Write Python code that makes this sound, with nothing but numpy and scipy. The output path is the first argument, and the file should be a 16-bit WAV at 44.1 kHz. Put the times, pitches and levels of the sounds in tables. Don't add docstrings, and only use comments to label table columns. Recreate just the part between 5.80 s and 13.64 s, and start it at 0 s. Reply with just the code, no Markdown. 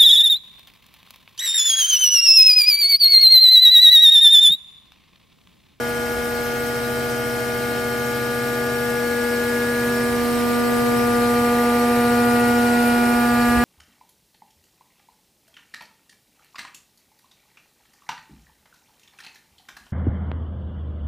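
import sys
import numpy as np
from scipy import signal
from scipy.io import wavfile

SR = 44100
rng = np.random.default_rng(int(sys.argv[2]) if len(sys.argv) > 2 else 0)


def output_pcm(signal):
    pcm = np.clip(np.atleast_2d(signal).T, -1, 1) * 32767
    wavfile.write(sys.argv[1], SR, np.round(pcm).astype(np.int16))


N = 345744


def from_db(db):
    return 10 ** (np.asarray(db) / 20)


def rms_one(x):
    return x / np.sqrt(np.mean(x ** 2) + 1e-20)


def seconds():
    return np.arange(N) / SR


def in_time(rows):
    time_s, *columns = np.transpose(rows)
    return [np.interp(seconds(), time_s, column) for column in columns]


def at_hz(points, hz):
    table = np.array(points)
    return np.interp(np.log(hz), np.log(table[:, 0]), table[:, 1])


def any_phase():
    return rng.uniform(0, 2 * np.pi)


def bell(centre_s, sigma_s):
    return np.exp(-0.5 * ((seconds() - centre_s) / sigma_s) ** 2)


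def drift(rate_hz):
    step = 40
    r = np.exp(-2 * np.pi * rate_hz * step / SR)
    settle = 2000
    white = rng.standard_normal(N // step + settle + 2)
    slow = signal.lfilter([1], [1, -2 * r, r * r], white)[settle:]
    return np.interp(np.arange(N) / step, np.arange(len(slow)), rms_one(slow))


def tone(phase, level_db, pan_db, lead_rad):
    lean = from_db(pan_db / 2)
    gain = np.sqrt(2) * from_db(level_db) * 2 / (lean + 1 / lean)
    left = lean * np.sin(phase + lead_rad / 2)
    right = np.sin(phase - lead_rad / 2) / lean
    return gain * np.array([left, right])


# (time [s], level [dB], Gaussian sigma [s])
WIND_PUFFS = [(.19, -44, .03), (0.378, -35, .02), (4.33, -43, .04), (4.44, -44, .03), (7.36, -40, .022),
              (7.426, -39, 0.02), (7.56, -39, .05), (7.69, -37, .025), (7.78, -24, .018)]
PUFF_HZ = 62.3


def wind(lumpiness_rad, upper_db):
    swell = sum(from_db(db) * bell(time_s, sigma_s) for time_s, db, sigma_s in WIND_PUFFS)
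    phase = 2 * np.pi * PUFF_HZ * seconds() + lumpiness_rad * drift(24)
    shove = tone(phase, 0, 1.5 * drift(8), 0.25 * drift(8))
    eddies = tone(2 * phase + drift(30), upper_db, 0, 0)
    return swell * (shove + eddies)


# (frequency [Hz], level afar [dB], level close up [dB])
DRIVE_TONES = [(49.5, -50.5, -47.5), (198, -51.5, -49), (215.5, -52.5, -52), (261.1, -61, -54),
               (275, -53.5, -48), (345.3, -50.5, -45), (364, -57, -56), (386.4, -42.5, -41.5),
               (492.5, -46, -36), (612, -46, -48.5), (648, -42, -50), (746, -62, -47), (785, -55, -46),
               (858, -52.5, -45), (1025, -56, -52)]


def drive(near, waver_db, slip_rad):
    out = 0
    for hz, far_db, near_db in DRIVE_TONES:
        level_db = far_db + near * (near_db - far_db) + waver_db * drift(0.8)
        phase = 2 * np.pi * hz * seconds() + any_phase() + slip_rad * drift(0.67)
        out = out + tone(phase, level_db, rng.normal(0, 1.4), rng.normal(0, 0.33))
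    return out


# (frequency [Hz], level afar [dB], level close up [dB])
BELT_TONES = [(115.5, -42.5, -38), (129.3, -39, -38.5), (843, -41, -36.5)]
# (time [s], row of BELT_TONES [from 1], Gaussian sigma [s], loss [dB])
BELT_DIPS = [(.45, 1, .35, 13), (.45, 2, .25, 6), (3.438, 1, 0.3, 7), (3.5, 2, .2, 7), (4.35, 2, 0.11, 4),
             (4.45, 3, 0.48, 10.5), (4.7, 1, 0.2, 15), (5.85, 1, 0.16, 12), (6.0, 2, 0.15, 8),
             (6.95, 2, 0.18, 10), (7.45, 1, 0.19, 17)]


def belt(near, slip_rad, waver_db, flutter_s):
    out = 0
    for row, (hz, far_db, near_db) in enumerate(BELT_TONES, start=1):
        fade_db = sum(loss_db * bell(time_s, sigma_s)
                      for time_s, which, sigma_s, loss_db in BELT_DIPS if which == row)
        level_db = far_db + near * (near_db - far_db) - fade_db + waver_db * drift(1.4)
        fluttered_s = seconds() + flutter_s * drift(9.5)
        phase = 2 * np.pi * hz * fluttered_s + any_phase() + slip_rad * drift(2.5)
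        out = out + tone(phase, level_db, 0.74 * drift(0.48), 0.11 * drift(0.7))
    return out


# (frequency [Hz], left-right correlation [-1 to 1])
EAR_CORRELATION = [(50, 0.97), (300, 0.94), (800, 0.25), (1500, 1), (2500, 0.62), (4500, 0.3), (8000, 0.85),
                   (13000, 1)]


def noise_bands(low_hz, high_hz, count):
    edges = np.geomspace(low_hz, high_hz, count + 1)
    white = rng.standard_normal((2, 2, N))
    for k, band in enumerate(zip(edges, edges[1:])):
        band_pass = signal.butter(2, band, "band", fs=SR, output="sos")
        mid, side = signal.sosfilt(band_pass, white[k % 2])
        hz = np.sqrt(band[0] * band[1])
        alike = np.clip(at_hz(EAR_CORRELATION, hz), 0, 1)
        side_gain = np.sqrt((1 - alike) / (1 + alike))
        yield hz, np.sqrt(SR / 2000) * (mid + side_gain * side * [[1], [-1]])


# (frequency [Hz], relative density [dB])
RUSH_SPECTRUM_FAR = [(30, 5), (45, -7), (110, 7), (170, -4), (220, 6), (330, 0.5), (460, 0), (600, -2.5),
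                     (830, 1.5), (950, -10.5), (1250, -0.5), (1800, -1.5), (2300, -2), (3300, -9.5)]
RUSH_SPECTRUM_NEAR = [(30, -2), (45, 0), (110, 3.5), (170, 3.5), (220, -7), (330, 4.5), (460, -1.5),
                      (620, 2), (820, -5), (970, -0.5), (1250, -3.5), (1800, 1.5), (2450, -2),
                      (3300, -12.5)]


def rush(knife_phase, near, level_db, chop, chop_hz):
    pulse = 1 + chop * (np.cos(knife_phase) + np.cos(2 * knife_phase))
    out = 0
    for hz, noise in noise_bands(30, 3300, count=34):
        far_db, near_db = at_hz(RUSH_SPECTRUM_FAR, hz), at_hz(RUSH_SPECTRUM_NEAR, hz)
        colour_db = (1 - near) * far_db + near * near_db
        out = out + noise * from_db(colour_db) * (pulse if hz > chop_hz else 1)
    return from_db(level_db) * out


# (frequency [Hz], relative density [dB])
HISS_SPECTRUM_FAR = [(3300, -0.5), (4300, 2.5), (5000, 0.5), (5500, 0.5), (5950, 0), (7300, -1.5),
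                     (7700, -2.5), (8200, 4.5), (8700, -3), (9600, 3), (10900, -4.5), (12450, 3.5),
                     (14000, -1.5), (15700, -14)]
HISS_SPECTRUM_NEAR = [(3300, -3), (4200, 3.5), (5000, -2.5), (5600, 2.5), (5950, -6), (7300, -2.5),
                      (7700, 0), (8200, 1), (8700, -2.5), (9750, 3.5), (10900, -5.5), (12450, 3),
                      (14000, -3), (15700, -14)]


def hiss(knife_phase, near, level_db, chop, unsteady_db, patchy_db):
    out = 0
    for hz, noise in noise_bands(3300, 16000, count=24):
        far_db, near_db = at_hz(HISS_SPECTRUM_FAR, hz), at_hz(HISS_SPECTRUM_NEAR, hz)
        colour_db = (1 - near) * far_db + near * near_db
        uneven_db = unsteady_db * drift(25) + patchy_db * drift(0.81)
        out = out + noise * from_db(colour_db + uneven_db)
    return from_db(level_db) * out * (1 + chop * np.cos(2 * knife_phase))


# (delay afar [s], delay close up [s], level [dB])
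YARD_ECHOES = [(.0031, .0047, -12), (.0068, .0079, -12), (.0125, .0135, -13)]


def yard(x, near):
    n, out = np.arange(N), x.copy()
    for far_s, near_s, level_db in YARD_ECHOES:
        for ear in range(2):
            delay = (far_s + near * (near_s - far_s) + ear * 4e-5) * SR
            out[ear] += from_db(level_db) * np.interp(n - delay, n, x[ear])
    return out


# (frequency [Hz], bandwidth [Hz], level afar [dB])
SLOT_WHISTLES = [(5550, 59, -53.5), (7400, 49, -65), (12100, 120, -57)]


def whistles(near, off_beam_db):
    out = 0
    for hz, width_hz, level_db in SLOT_WHISTLES:
        r = np.exp(-np.pi * width_hz / SR)
        poles = [1, -2 * r * np.cos(2 * np.pi * hz / SR), r * r]
        blown = signal.lfilter([1, 0, -1], poles, rng.standard_normal((3, N)))
        stereo = blown[0] + 0.5 * blown[1:]
        out = out + from_db(level_db) * rms_one(stereo)
    return out * from_db(off_beam_db * near)


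# (multiple of block turning rate, level at half nearness [dB])
IMBALANCE_LINES = [(1, -45.5), (2, -56.5), (4, -46.5), (5, -57), (7, -50), (8, -46.5), (10, -52), (11, -56),
                   (13, -59), (14, -62), (16, -58.5), (17, -63), (19, -70), (20, -62), (22, -60)]


def imbalance(turn_phase, near, approach_db, waver_db):
    out = 0
    for order, base_db in IMBALANCE_LINES:
        level_db = base_db + approach_db * (near - 0.5) + waver_db * drift(1.5)
        out = out + tone(order * turn_phase + any_phase(), level_db, 0, 0)
    return out


# (multiple of knife rate, level afar [dB], level close up [dB])
WEAK_SIREN = [(8, -52.5, -38.5), (9, -44, -48.5), (10, -56.5, -41), (11, -69, -47), (12, -66, -45),
              (13, -47, -51.5), (14, -65.5, -55), (16, -65, -52.5), (17, -61, -67), (19, -58, -55),
              (20, -60, -53), (21, -54, -56), (22, -68, -67), (23, -53, -56.5)]


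def overtones(knife_phase, near, fading_db, flutter_db, spread_rad):
    out = 0
    for order, far_db, near_db in WEAK_SIREN:
        fading = fading_db * (0.5 + near) * drift(2.2)
        level_db = far_db + near * (near_db - far_db) + fading + flutter_db * drift(22)
        phase = order * knife_phase + any_phase() + 0.27 * drift(16)
        out = out + tone(phase, level_db, 2.0 * drift(0.68), spread_rad * drift(0.56))
    return out


# (multiple of knife rate, left afar [dB], right afar [dB],
# left close up [dB], right close up [dB], phase lead at left ear [rad])
STRONG_SIREN = [(1, -27.8, -31.2, -19.7, -16.8, 0.1), (2, -28.3, -27.8, -21.7, -24.0, 0.3),
                (3, -47.7, -37.8, -26.7, -28.2, -0.1), (4, -37.7, -34.9, -36.3, -38.8, 0.5),
                (5, -33.6, -31.8, -26.6, -26.4, 0.2), (6, -32.8, -32.3, -35.2, -34.6, 0.9),
                (7, -28.9, -33.6, -24.7, -22.4, -0.3)]
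# (time [s], multiple of knife rate,
# Gaussian sigma [s], left gain [dB], right gain [dB], extra phase lead at left ear [rad])
ECHO_SPOTS = [(0.8, 5, 1.09, -2.5, -20.5, 0.8), (1.14, 1, 1.49, -3.0, -8.0, 0.4),
              (1.23, 7, 1.07, -4.0, -24.5, -0.4), (1.74, 4, 1.81, -7.5, -9.0, 3.1),
              (3.4, 2, 0.43, 4.0, 0.5, 0.2), (3.69, 5, 0.5, -6.0, -9.5, 0.2),
              (3.77, 3, 0.36, -11.5, -7.0, 0.8), (4.43, 6, 0.14, -7.0, -4.0, 0.5),
              (4.58, 7, 0.18, -8.5, -11.0, -0.5), (4.76, 1, 0.49, -2.5, 3.0, 0.4),
              (5.06, 2, 0.29, 2.5, -7.5, 0.4), (5.4, 2, 0.3, 1.0, 4.0, -0.2),
              (5.41, 6, 0.22, 5.5, -12.0, 0.9), (5.58, 7, 0.64, -6.5, -16.0, -2.3),
              (5.94, 3, 0.73, 3.0, 3.5, 0.4), (6.08, 6, 0.08, -5.5, -4.5, -0.3),
              (6.61, 5, 0.22, 6.0, -14.0, 0.8), (6.96, 6, 0.74, 9.5, 7.0, -0.6),
              (6.98, 5, 0.36, -7.5, -2.0, 2.4), (7.0, 7, 0.52, -12.0, -18.5, -0.9),
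              (7.61, 2, 0.41, -7.0, -12.0, 0.7)]


def siren(knife_phase, near, dispersion_rad, wander_rad, sway_db):
    out = 0
    for order, left_far_db, right_far_db, left_near_db, right_near_db, lead_rad in STRONG_SIREN:
        left_db = left_far_db + near * (left_near_db - left_far_db + sway_db * drift(1.3))
        right_db = right_far_db + near * (right_near_db - right_far_db + sway_db * drift(1.5))
        for time_s, multiple, sigma_s, left_gain_db, right_gain_db, turn_rad in ECHO_SPOTS:
            if multiple == order:
                inside = bell(time_s, sigma_s)
                left_db = left_db + left_gain_db * inside
                right_db = right_db + right_gain_db * inside
                lead_rad = lead_rad + turn_rad * inside
        phase = order * knife_phase + dispersion_rad * order ** 2 + wander_rad * drift(0.74)
        ears = from_db([left_db, right_db]) * np.sin([phase + lead_rad / 2, phase - lead_rad / 2])
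        out = out - np.sqrt(2) * from_db(0.18 * drift(13)) * ears
    return out


# (time [s], nearness [0 afar to 1 at the table])
WALK = [(0, 0), (3, 0.1), (4.3, 0.45), (5.5, 0.68), (6.5, 0.9), (7.84, 1)]
KNIVES, KNIFE_HZ = 3, 239.4
RUSH_DB, RUSH_GAIN_DB = -40, 3.5
HISS_DB, HISS_GAIN_DB = -51.5, 5.5
AIR_GROWTH = 0.34


def scene():
    near, = in_time(WALK)
    knife_phase = 2 * np.pi * np.cumsum(KNIFE_HZ + 0.0969 * drift(0.696)) / SR

    whine = siren(knife_phase, near, dispersion_rad=1.15, wander_rad=0.36, sway_db=0.4)
    whine = whine + overtones(knife_phase, near, fading_db=0.8, flutter_db=1.94, spread_rad=0.88)

    hum = imbalance(knife_phase / KNIVES, near, approach_db=1.5, waver_db=0.6)
    hum = hum + drive(near, waver_db=2.0, slip_rad=0.18)
    hum = hum + belt(near, slip_rad=0.22, waver_db=0.8, flutter_s=7e-5)

    exposed = np.clip(near, 0, 1) ** AIR_GROWTH
    rush_db = RUSH_DB + RUSH_GAIN_DB * exposed
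    hiss_db = HISS_DB + HISS_GAIN_DB * exposed
    air = rush(knife_phase, near, rush_db, chop=0.21, chop_hz=1200)
    air = air + hiss(knife_phase, near, hiss_db, chop=0.04, unsteady_db=1.86, patchy_db=0.5)

    machine = whine + hum + yard(air, near) + whistles(near, off_beam_db=-10)
    return machine + wind(lumpiness_rad=0.8, upper_db=-5.5)


LOW_CUT_HZ, CUTOFF_HZ = 32, 15750


def record(dry):
    high_pass = signal.butter(4, LOW_CUT_HZ, "high", fs=SR, output="sos")
    low_pass = signal.ellip(10, 0.1, 90, CUTOFF_HZ, fs=SR, output="sos")
    return signal.sosfilt(low_pass, signal.sosfilt(high_pass, dry))


dry = scene()
out = record(dry)
output_pcm(out)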